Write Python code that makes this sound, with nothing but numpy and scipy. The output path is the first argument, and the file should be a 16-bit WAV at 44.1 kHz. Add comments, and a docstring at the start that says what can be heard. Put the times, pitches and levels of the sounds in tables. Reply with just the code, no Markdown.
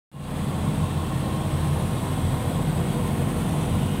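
"""Inside a vehicle that gathers a little speed in slow highway traffic.
The engine's orders glide through the cabin's resonances and beat against a shaft that turns slightly
faster. Under them lie road rumble, a low body boom, a soft tyre ring and a few thumps from cracks in
the road, with the rush and hiss of the ventilation behind. The sound fades in."""
import sys
import numpy as np
from scipy import signal
from scipy.fft import rfft, irfft
from scipy.io import wavfile
from scipy.ndimage import uniform_filter1d

SR = 44100
rng = np.random.default_rng(int(sys.argv[2]) if len(sys.argv) > 2 else 0)


def generate_wav(signal):
    """Clip the signal to [-1, 1] and save it as 16-bit WAV at the path in sys.argv[1]."""
    frames = np.transpose(np.atleast_2d(signal))
    scaled = np.clip(frames, -1, 1) * 32767
    pcm = np.round(scaled).astype(np.int16)
    wavfile.write(sys.argv[1], SR, pcm)


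N = 176400
TIME = np.arange(N) / SR

# colour of the rushing air (frequency [Hz], relative level [dB])
RUSH_COLOUR = [(200, -10), (700, 2.5), (1350, 2), (1650, -0.5), (1850, -1), (2400, -1.5), (3400, -2),
               (4100, -5.5), (4800, -11.5), (5600, -14.5), (7000, -14), (9000, -16), (16000, -35)]
# level ride of the rush (time [s], level [dB])
RUSH_LEVEL = [(0.4, -41.5), (1.5, -40.5), (4.0, -40)]
# narrow resonances of the air ducts (frequency [Hz], width [Hz], lift [dB])
DUCT_MODES = [(1555, 25, 3), (1856, 20, 4.5), (2140, 30, 2), (2830, 16, 2), (3410, 130, 1.5)]
# colour of the vent hiss (frequency [Hz], relative level [dB])
HISS_COLOUR = [(4000, -35), (7550, -11.5), (8050, 1.5), (8550, -2), (9300, -1), (10200, -6), (12000, -5.5),
               (13400, -9.5), (14500, -10.5), (15800, -16)]
# level ride of the hiss (time [s], level [dB])
HISS_LEVEL = [(0.4, -48), (1.0, -48), (2.0, -45), (2.4, -45.5), (3.5, -45), (4.0, -45.5)]
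# drifting notch in the hiss (time [s], centre [Hz])
HISS_NOTCH = [(0.4, 11800), (1.5, 11700), (2.05, 12500), (2.4, 11200), (2.8, 11500), (3.5, 11900),
              (4.0, 11400)]
# level ride of the tyre ring (time [s], level [dB])
TYRE_LEVEL = [(0.4, -49), (1.4, -42.5), (2.1, -48.5), (2.6, -50), (4.0, -51.5)]
# level ride of the body's low boom (time [s], level [dB])
BOOM_LEVEL = [(0.4, -47), (0.8, -36), (1.12, -42), (1.35, -29.5), (1.8, -33), (2.05, -38), (2.25, -31),
              (2.5, -44), (2.8, -34), (3.3, -39), (3.7, -33), (4.0, -42)]
# colour of the road rumble (frequency [Hz], relative level [dB])
RUMBLE_COLOUR = [(10, -27), (30, -34), (50, -14), (64, -13.5), (85, -7), (105, -3.5), (140, 2), (175, -3),
                 (210, -12), (245, -15), (340, -16), (430, -17), (520, -15), (565, -17.5), (640, -14.5),
                 (900, -18.5), (1080, -18.5), (1200, -26.5), (1700, -41.5), (4000, -79)]
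# level ride of the rumble (time [s], level [dB])
RUMBLE_LEVEL = [(0.28, -30), (0.4, -28), (0.8, -28.5), (1.05, -29), (1.35, -28), (2.0, -27.5), (3.0, -27),
                (4.0, -27)]
# thumps as the tyres cross cracks (time [s], peak [dB])
CRACKS = [(0.675, -17.5), (0.771, -18.5), (0.82, -16), (1.15, -21.5), (3.208, -17.5)]
# resonances of the cabin (frequency [Hz], width [Hz], lift [dB])
CABIN_MODES = [(82.2, 8, 9.5), (143, 9.3, 1.5), (202.6, 7.1, 13), (224.4, 5.4, 11), (260, 7.8, 16),
               (312.6, 12, 14), (377.7, 6.8, 10), (486, 12, 15)]
# engine speed (time [s], four-stroke cycle rate [Hz])
CYCLE_RATE = [(0.1, 19.83), (0.65, 20.11), (1.05, 20.63), (1.5, 20.96), (2.0, 21.21), (2.4, 21.63),
              (2.7, 22.06), (2.95, 22.21), (3.5, 21.98), (4.0, 22.21)]
# shaft orders (multiple of the shaft's rate, level at top speed before the cabin [dB])
SHAFT_ORDERS = {2: -41, 4: -42.5, 6: -37, 7: -37, 8: -51.5, 10: -62.5, 20: -54.5}
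# engine orders (multiple of the cycle rate, level at top speed before the cabin [dB])
ENGINE_ORDERS = {2: -47, 4: -47, 5: -44, 6: -44, 7: -35.5, 8: -40, 9: -47.5, 10: -46.5, 11: -49.5, 12: -52,
                 13: -54.5, 14: -56.5, 15: -54, 17: -52.5, 18: -61, 22: -59.5}


def amp(db):
    """Decibels to gain."""
    return 10 ** (np.asarray(db) / 20)


def unit(x):
    """Scales to rms 1."""
    return x / np.sqrt(np.mean(x ** 2) + 1e-20)


def curve(points, t=TIME):
    """Reads an automation curve in time."""
    return np.interp(t, *np.transpose(points))


def spectrum(points, hz):
    """Reads an EQ curve on a log-frequency axis."""
    f, db = np.transpose(points)
    return np.interp(np.log(hz + 1), np.log(f + 1), db)


def bell(hz, centre, width):
    """A smooth hump of height 1."""
    return np.exp(-.5 * ((hz - centre) / width) ** 2)


def lift_db(resonances, hz):
    """The boost that a set of resonances gives to each frequency."""
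    return sum(db * bell(hz, centre, width) for centre, width, db in resonances)


def wander(rate_hz):
    """Random drift of rms 1, rolling off above the given rate."""
    hz = np.fft.rfftfreq(N, 1 / SR)
    return unit(irfft(rfft(rng.standard_normal(N)) * (hz > 0) / (1 + (hz / rate_hz) ** 4), N))


def ringing(centre_hz, width_hz):
    """Noise of rms 1 in one narrow resonance."""
    hz = np.fft.rfftfreq(N, 1 / SR)
    return unit(irfft(rfft(rng.standard_normal(N)) / (1 + ((hz - centre_hz) / width_hz) ** 2), N))


def noise(colour, patchy_db, size, ripple_db=.7):
    """Noise of rms 1 shaped by colour(hz, t) in dB, with small random patches and a fine ripple."""
    hop = size // 4
    t = np.arange(N // hop + 5)[:, None] * hop / SR
    hz = np.fft.rfftfreq(size, 1 / SR)
    re, im, patches = rng.standard_normal((3, len(t), len(hz)))
    patches = unit(uniform_filter1d(uniform_filter1d(patches, size=48, axis=0), size=4, axis=1))
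    # close reflections leave a steady ripple above the bass
    ripple = unit(uniform_filter1d(rng.standard_normal(len(hz)), size=3)) * hz / (hz + 600)
    frames = (re + 1j * im) * amp(colour(hz, t) + patchy_db * patches + ripple_db * ripple)
    return unit(signal.istft(frames.T, nperseg=size, noverlap=size - hop)[1][:N])


def ventilation(notch_width_hz=580, notch_db=-7):
    """The air bed: a rush through resonant ducts and a fine vent hiss share a slight flutter."""
    def rush_colour(hz, t):
        return spectrum(RUSH_COLOUR, hz) + lift_db(DUCT_MODES, hz)

    def hiss_colour(hz, t):
        return spectrum(HISS_COLOUR, hz) + notch_db * bell(hz, curve(HISS_NOTCH, t), notch_width_hz)

    rush = noise(rush_colour, patchy_db=1.9, size=2048) * amp(curve(RUSH_LEVEL))
    hiss = noise(hiss_colour, patchy_db=2.0, size=1024) * amp(curve(HISS_LEVEL))
    flutter_db = 0.46 * wander(rate_hz=46)
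    return (rush + hiss) * amp(flutter_db)


def tyre_ring():
    """The tyres sing softly in one narrow midrange band."""
    return ringing(centre_hz=1067.4, width_hz=18) * amp(curve(TYRE_LEVEL))


def body_boom():
    """The body booms in one low resonance that swells and ebbs."""
    return ringing(centre_hz=85.5, width_hz=8.9) * amp(curve(BOOM_LEVEL))


def road_rumble(cabin_share=0.27):
    """A dark, uneven rumble from the road, lightly coloured by the cabin."""
    def colour(hz, t):
        return spectrum(RUMBLE_COLOUR, hz) + cabin_share * lift_db(CABIN_MODES, hz)

    rumble = noise(colour, patchy_db=1.15, size=4096)
    bumps_db = 1.0 * wander(rate_hz=28)
    return rumble * amp(curve(RUMBLE_LEVEL) + bumps_db)


def thumps(pitch_hz=140.9, attack_s=0.0099):
    """Each crack gives the body a short, low shudder."""
    out = np.zeros(N)
    for start, db in CRACKS:
        age = np.maximum(TIME - start, 0)
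        envelope = age / attack_s * np.exp(1 - age / attack_s)
        out += amp(db) * envelope * np.sin(2 * np.pi * (pitch_hz * age + rng.random()))
    return out


def hum(orders, rate, db_per_hz):
    """Wavering multiples of a turning rate grow with speed and swell as they cross cabin resonances."""
    turns = np.cumsum(rate) / SR
    speed_db = db_per_hz * (rate - rate.max())
    out = np.zeros(N)
    for order, db in orders.items():
        waver_db = 1.5 * wander(rate_hz=4.4)
        tone = np.sqrt(2) * np.sin(2 * np.pi * (order * turns + rng.random()))
        out += tone * amp(db + lift_db(CABIN_MODES, order * rate) + speed_db + waver_db)
    return out


def engine(shaft_ratio=1.0625):
    """The main drone: the engine and the slightly faster shaft throb against each other."""
    rate = curve(CYCLE_RATE)
    return hum(ENGINE_ORDERS, rate, db_per_hz=1) + hum(SHAFT_ORDERS, rate * shaft_ratio, db_per_hz=2)


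def scene():
    """The cabin mix, in mono."""
    return (engine() + road_rumble() + body_boom() + tyre_ring() + ventilation() + thumps())[None]


def record(dry):
    """A moment of silence, a short fade-in, and a steep low-pass on the very top."""
    start_s, start_gain, ramp_s = .116, 0.071, 0.29
    fade = (TIME > start_s) * np.clip(start_gain + (TIME - start_s) / ramp_s, 0, 1)
    low_pass = signal.firwin(801, cutoff=15850, window=("kaiser", 9), fs=SR)
    return signal.oaconvolve(dry * fade, low_pass[None], "same")


dry = scene()
out = record(dry)
generate_wav(out)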